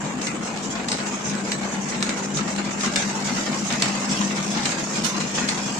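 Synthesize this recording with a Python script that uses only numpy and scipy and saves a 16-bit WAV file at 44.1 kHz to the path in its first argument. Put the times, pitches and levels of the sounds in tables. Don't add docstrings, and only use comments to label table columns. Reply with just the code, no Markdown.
import sys
import numpy as np
from scipy import signal
from scipy.fft import rfft, irfft
from scipy.io import wavfile
from scipy.ndimage import uniform_filter1d

SR = 44100
rng = np.random.default_rng(int(sys.argv[2]) if len(sys.argv) > 2 else 0)


def transcribe(u):
    v = np.clip(np.atleast_2d(u).T, -1, 1)
    q = np.round(v * 32767).astype(np.int16)
    wavfile.write(sys.argv[1], SR, q)


N = 255339
TIME = np.arange(N) / SR
TURNS = np.arange(7)
FULL_TURNS_PER_S = 1.2

# time_s, turns_made
CAMSHAFT = [(-1.19, -.5), (.233, .5), (.55, 0.6544), (.68, 0.8053), (.916, 1), (1.185, 1.2942),
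            (1.488, 1.5), (1.765, 1.68), (2.025, 2), (2.491, 2.5), (2.96, 3), (3.38, 3.5), (3.82, 4),
            (4.224, 4.5), (4.655, 5), (5.062, 5.5), (5.5, 6), (6.5, 7)]
# place_turns, relative level_db, ring_hz
CAM_KNOCKS = [(.355, -27.5, 149), (.455, -33.5, 168), (0.649, -33, 157), (0.879, -23, 234)]


def amp(db):
    return 10 ** (np.asarray(db) / 20)


def evened(x):
    return x / np.sqrt(np.mean(x ** 2) + 1e-20)


def read(points, hz):
    f, value = np.transpose(points)
    return np.interp(np.log(hz + 1), np.log(f + 1), value)


def level(table):
    return amp(np.interp(TIME, *np.transpose(table)))


def add(mix, s, sound):
    part = mix[:, max(round(s * SR), 0):][:, :sound.shape[-1]]
    part += sound[..., :part.shape[-1]]


def colour(x, spectrum, ripple_db=0, size=2048, count=70):
    hz = abs(np.fft.fftfreq(size, 1 / SR))
    ripples = np.interp(np.sqrt(hz), np.linspace(0, np.sqrt(SR / 2), count), 2 * rng.random(count) - 1)
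    log_gain = np.log(amp(read(spectrum, hz) + ripple_db * ripples))
    response = np.exp(np.conj(signal.hilbert(log_gain)))
    ring = np.fft.ifft(response).real[:size // 2]
    return signal.oaconvolve(x, ring[None] / np.linalg.norm(ring), axes=1)[:, :N]


def flutter(slow_hz, fast_hz, count=40):
    coarse = TIME[::64]
    rates_hz = np.geomspace(slow_hz, fast_hz, count)
    waves = sum(np.sin(2 * np.pi * (f * coarse + rng.random())) for f in rates_hz)
    return np.interp(TIME, coarse, evened(waves))


def impacts(size, per_s, spread_db, ring_s):
    force = amp(spread_db * np.minimum(rng.exponential(1, size), 3))
    force = force * (rng.random(size) < per_s / SR)
    power = signal.lfilter([1], [1, -np.exp(-2 / (ring_s * SR))], force ** 2)
    return evened(np.sqrt(power) * rng.standard_normal((2, size)))


def moment(turn):
    s, turns = np.transpose(CAMSHAFT)
    return np.interp(turn, turns, s)


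def pace(turn):
    return -np.log2((moment(turn + .5) - moment(turn - .5)) * FULL_TURNS_PER_S)


def effort(speed_db, load_db):
    slack_at = 0.22
    turn = np.interp(TIME, *np.transpose(CAMSHAFT))
    load = -np.cos(2 * np.pi * 2 * (turn - slack_at))
    return amp(speed_db * pace(turn) + load_db * load)


def every_turn(cams, speed_db, uneven_db):
    rows = []
    for place, *rest in cams:
        turn = TURNS + place
        gain = amp(speed_db * pace(turn) + uneven_db * rng.standard_normal(len(turn)))
        turn_s = 2 ** -pace(turn) / FULL_TURNS_PER_S
        beats = zip(moment(turn), gain, turn_s)
        rows += [(*beat, *rest) for beat in beats if 0 <= beat[0] < N / SR]
    return rows


def snaps(tail_db=-10, tail_s=0.013, crack_db=-5):
    # start_s, relative level_db, chatter_s
    hard_snaps = [(0.2154, -19.5, 0.005), (0.2698, -16.5, 0.003), (0.574, -21.5, 0.0022),
                  (0.8845, -13, 0.0062), (0.9166, -10.5, 0.0035), (0.970, -22, 0.004), (1.351, -22, 0.002),
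                  (1.5183, -11.5, 0.0023), (2.026, -9, 0.0014), (2.0918, -15, 0.0022),
                  (2.371, -16.5, 0.0037), (2.562, -18.5, 0.00088), (2.8083, -16, 0.0021),
                  (2.861, -14.5, 0.00091), (2.9593, -6.5, 0.0044), (3.724, -15.5, 0.0035),
                  (3.8215, -5.5, 0.0039), (4.6553, -9.5, 0.0055), (5.203, -19, 0.0045),
                  (5.4875, -8.5, 0.0042)]
    # place_turns, relative level_db, chatter_s
    light_clicks = [(.045, -20, 0.0031), (.075, -19, 0.0055), (.37, -20, 0.006), (.487, -26, .005),
                    (.668, -23, 0.0056), (.834, -22, 0.0069), (.886, -27, 0.0053), (.975, -19, 0.0085)]
    # pitch_hz, level_db
    jaw_colour = [(300, -21), (1200, -3), (2300, 4.5), (3100, -0.5), (4000, 5), (6500, 0.5), (8100, 1),
                  (10200, -24.5), (16000, -39)]
    crack_colour = [(3000, 3), (7500, -1), (10500, -20)]  # pitch_hz, level_db
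    strike_s = .0011

    out, t = np.zeros((2, N)), TIME[:SR // 12]
    hard = [(s, amp(db), chatter_s) for s, db, chatter_s in hard_snaps]
    clicks = every_turn(light_clicks, speed_db=12, uneven_db=-0.5)
    light = [(s, gain * amp(db), chatter_s) for s, gain, _, db, chatter_s in clicks]
    for s, force, chatter_s in hard + light:
        again = chatter_s * np.array([0, rng.uniform(.2, .45), rng.uniform(.55, .8), 1])
        strikes = np.max([(t >= at) * np.exp(-abs(t - at) / strike_s) for at in again], axis=0)
        tail = amp(tail_db) * np.exp(-t / tail_s)
        chatter = rng.standard_normal((2, len(t))) * (strikes + tail)
        crack = rng.standard_normal(len(t)) * np.exp(-2 * t / strike_s) * np.ones((2, 1))
        ringing_jaws = colour(chatter, jaw_colour, ripple_db=3.5)
        add(out, s, force * (ringing_jaws + amp(crack_db) * colour(crack, crack_colour)))
    return amp(-7.5) * out


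def levers(swell_s=0.00081, fall_s=0.026):
    # place_turns, relative level_db
    clanks = [(.003, -21), (.076, -21), (.156, -21.5), (.38, -22), (.482, -21.5), (.592, -21.5),
              (.664, -23), (.865, -18.5), (.9, -21)]
    # pitch_hz, level_db
    lever_colour = [(200, -6.5), (1200, 5), (2600, 1), (3200, -3.5), (4200, -1.5), (7000, -12.5),
                    (10000, -36), (16000, -41)]
    out, t = np.zeros((2, N)), TIME[:SR // 6]
    shape = (1 - np.exp(-t / swell_s)) * np.exp(-t / fall_s)
    for s, gain, _, db in every_turn(clanks, speed_db=9.5, uneven_db=-0.5):
        rattle = impacts(len(t), per_s=500, spread_db=0.4, ring_s=0.0099)
        add(out, s, gain * amp(db) * colour(rattle * shape, lever_colour, ripple_db=1.0))
    return amp(-4) * out


def slides():
    # place_turns, length_turns, relative level_db
    slide_strokes = [(.01, .07, -37.5), (.15, 0.039, -32.5), (.215, 0.05, -34.5), (.328, .075, -31),
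                     (.48, 0.079, -34.5), (.727, 0.047, -34), (.82, 0.033, -31)]
    # start_s, length_s, relative level_db
    slide_drags = [(0.236, 0.041, -36), (0.419, 0.074, -36), (1.708, 0.055, -35), (2.81, 0.064, -28.5),
                   (2.968, 0.071, -30), (4.089, 0.052, -32.5), (5.33, 0.098, -29.5)]
    # pitch_hz, level_db
    slide_colour = [(1500, -13), (3300, -2.5), (4200, -9), (6400, 6), (8200, -4), (9080, -11),
                    (9700, -34.5), (16000, -32)]
    out = np.zeros((2, N))
    repeated = every_turn(slide_strokes, speed_db=2.5, uneven_db=-0.5)
    strokes = [(s, turns * turn_s, gain * amp(db)) for s, gain, turn_s, turns, db in repeated]
    scrapes = [(s, length_s, amp(db)) for s, length_s, db in slide_drags]
    for s, length_s, force in strokes + scrapes:
        size = round(max(length_s, .005) * SR)
        grit = impacts(size, per_s=2200, spread_db=1.2, ring_s=0.006)
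        grit = grit * signal.windows.tukey(size, .5)
        add(out, s, force * colour(grit, slide_colour, ripple_db=3.5, count=200))
    return out


def knocks(ring_s=0.035, swell_s=0.0097, thump_s=0.0167, thump_hz=212):
    # start_s, relative level_db
    ram_thumps = [(0.087, -24), (1.34, -26), (2.084, -21.5), (2.403, -19), (2.863, -23), (4.197, -20.5),
                  (4.567, -27), (4.981, -22), (5.404, -22)]
    out, t = np.zeros((2, N)), TIME[:SR // 5]
    repeated = every_turn(CAM_KNOCKS, speed_db=1.5, uneven_db=0.0)
    cams = [(s, gain * amp(db), hz, ring_s) for s, gain, _, db, hz in repeated]
    ram = [(s, amp(db), thump_hz, thump_s) for s, db in ram_thumps]
    for s, force, hz, fall_s in cams + ram:
        shape = (1 - np.exp(-t / swell_s)) * np.exp(-t / fall_s)
        add(out, s, force * np.sin(2 * np.pi * hz * t) * shape / shape.max())
    return amp(-3.0) * out


def clacks(bounce_s=0.003, bounce_db=-3, fall_s=.0012, count=4):
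    # start_s, relative level_db, main_ring_hz
    part_clacks = [(0.269, -24, 2400), (.474, -26, 1510), (1.003, -20.5, 1780), (1.518, -21, 2700),
                   (2.41, -23, 1620), (2.584, -24, 1800), (2.846, -19.5, 1890), (3.302, -25, 1730),
                   (3.858, -22, 1960), (5.377, -19, 1690)]
    # multiple of the main ring, level_db
    part_colour = [(.25, -15), (1, 3), (1.3, -8), (3, -10), (8, -60)]
    out, t = np.zeros((2, N)), TIME[:SR // 16]
    for s, db, hz in part_clacks:
        strikes = np.zeros((2, len(t)))
        for k in range(count):
            burst = rng.standard_normal((2, len(t))) * np.exp(-t / fall_s)
            add(strikes, bounce_s * k, amp(bounce_db * k) * burst)
        body = [(hz * multiple, gain_db) for multiple, gain_db in part_colour]
        add(out, s, amp(db) * colour(strikes, body, ripple_db=6.0, count=160))
    return amp(2.5) * out


def jangle(lean_db=-7, count=6):
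    # start_s, length_s, relative level_db
    s, length_s, db = (5.028, 0.078, -20.5)
    # pitch_hz, level_db
    piece_colour = [(1000, -12), (2400, -2), (6500, 3.5), (9500, -10.5), (16000, -26)]
    out = np.zeros((2, N))
    u = np.linspace(0, 2, round(2 * length_s * SR))
    swell = evened(u ** 2 * np.exp(-7 * u))
    for _ in range(count):
        hits = impacts(len(u), per_s=220, spread_db=2.5, ring_s=.0015)
        add(out, s, colour(hits * swell, piece_colour, ripple_db=11, count=200))
    return amp(db) * amp([[lean_db], [0]]) * out / count


def motor():
    # time_s, level_db
    hum_level = [(0, -37), (.75, -39), (1.6, -32.5), (1.9, -36), (2.85, -31.5), (3.85, -32.5),
                 (4.25, -28.5), (4.8, -35.5), (5.79, -33.5)]
    # pitch_hz, level_db
    low_tones = [(143, -46), (333, -44)]
    hum_hz = 200.2
    wavering = amp(2.0 * flutter(2, 22))
    hum = wavering * np.sin(2 * np.pi * hum_hz * TIME + .38 * flutter(.8, 14))
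    tones = sum(amp(db) * np.sin(2 * np.pi * hz * TIME + 1.78 * flutter(0.311, 5.8))
                for hz, db in low_tones)
    return np.sqrt(2) * (level(hum_level) * hum + tones * effort(speed_db=6.5, load_db=0))


def frame(surge=0.23, surge_s=0.024):
    # pitch_hz, level_db
    frame_colour = [(20, -25), (45, -19.5), (110, -14.5), (150, -3), (240, 2), (310, -5.5), (400, -15.5),
                    (700, -13.5), (2000, -114.5)]
    shake = evened(colour(rng.standard_normal((2, N)), frame_colour))
    blows = np.concatenate([moment(TURNS + place) for place, _, _ in CAM_KNOCKS])
    coarse = TIME[::64]
    surges = sum(np.exp(-((coarse - s) / surge_s - .5) ** 2) for s in blows)
    load = np.interp(TIME, coarse, surges)
    wavering = amp(1.83 * flutter(3, 24))
    return amp(-33.0) * shake * effort(speed_db=1.0, load_db=1.0) * (1 + surge * load) * wavering


def gears():
    # pitch_hz, level_db
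    gear_colour = [(150, -26), (350, -1.5), (480, -0.5), (660, -3.5), (810, 0), (1100, -3), (2600, -8.5),
                   (3300, -14), (5200, -18), (7400, -8), (9800, -36.5), (16000, -48.5)]
    mesh = impacts(N, per_s=1000, spread_db=2.6, ring_s=.0075)
    grumble = evened(colour(mesh * amp(0.26 * flutter(5.5, 45)), gear_colour))
    return amp(-30.5) * grumble * effort(speed_db=2.0, load_db=-0.24)


def feed(count=8):
    # time_s, relative level_db
    feed_level = [(0, -54), (1.6, -41.5), (2.75, -50), (3, -36), (3.8, -33), (4.7, -33), (5.2, -35),
                  (5.79, -33.5)]
    # pitch_hz, level_db
    guide_colour = [(1200, -14), (2400, 2.5), (3300, -4.5), (4200, -1), (5200, 3), (6500, 2), (8000, -6),
                    (10000, -18), (16000, -38)]
    ticks = [impacts(N, per_s=50, spread_db=2.0, ring_s=.007) for _ in range(count)]
    rattle = evened(sum(colour(guide, guide_colour, ripple_db=5.5) for guide in ticks))
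    return rattle * level(feed_level) * effort(speed_db=1.0, load_db=1.5)


def rustles():
    # start_s, length_s, relative level_db
    steel_rustles = [(3.006, 0.86, -56)]
    out = np.zeros((2, N))
    for s, length_s, db in steel_rustles:
        u = np.maximum(TIME - s, 0) / (length_s / 4)
        swell = u * np.exp(1 - u)
        out += amp(db) * swell * impacts(N, per_s=300, spread_db=2.5, ring_s=.004)
    return colour(out, [(2000, -27), (8000, 7), (13000, -1.5), (16000, -13)])


def ringing(x, patch_db, count=12, size=1024):
    overlap = size - size // 4
    hz, _, z = signal.stft(x, SR, nperseg=size, noverlap=overlap)
    patches = rng.standard_normal(z.shape[1:]) + .5 * rng.standard_normal(z.shape)
    patches = uniform_filter1d(patches, count, axis=2)
    patches = evened(uniform_filter1d(patches, size=3, axis=1))
    depth = np.clip(hz / 3500, 0, 1)[:, None] ** .4
    gain = amp(patch_db * depth * np.clip(patches, -2, 2))
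    gain /= np.sqrt(np.mean(gain ** 2, axis=(0, 2), keepdims=True))
    return signal.istft(z * gain, SR, nperseg=size, noverlap=overlap)[1][:, :N]


def room(x):
    t60_s = 0.17
    t = TIME[:SR // 2]
    tail = rng.standard_normal((2, len(t))) * (t > .004) * amp(-60 * t / t60_s)
    return signal.fftconvolve(x, tail / np.linalg.norm(tail[0]), axes=1)[:, :N]


def spread(x):
    # pitch_hz, likeness (0 to 1)
    likeness = [(60, 0.49), (130, 0.95), (290, 0.95), (640, 0.41), (1500, 0.033)]
    a, b = rfft(x)
    same = np.clip(read(likeness, np.fft.rfftfreq(N, 1 / SR)), -1, 1)
    return irfft(np.array([a, same * a + np.sqrt(1 - same ** 2) * b]), N)


def scene():
    head, loose, works = snaps() + jangle(), clacks(), levers() + slides()
    echo = room(amp(-3) * (head + loose) + amp(-5.5) * works)
    steel = ringing(gears() + feed() + works + rustles() + echo, patch_db=4.4)
    return spread(frame() + steel + head + loose) + motor() + knocks()


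def record(dry):
    # pitch_hz, left_minus_right_db
    balance = [(60, 0.5), (200, 4), (2400, 0), (4000, 2), (6400, -5.5), (8100, 5), (10000, -2)]
    edge_hz = 15800
    lean_db = read(balance, np.fft.rfftfreq(N, 1 / SR))
    ports = irfft(rfft(dry) * amp(np.array([lean_db, -lean_db]) / 2), N)
    low_pass = signal.firwin(511, edge_hz, window=("kaiser", 9), fs=SR)
    return signal.oaconvolve(ports, low_pass[None], "same")


dry = scene()
out = record(dry)
transcribe(out)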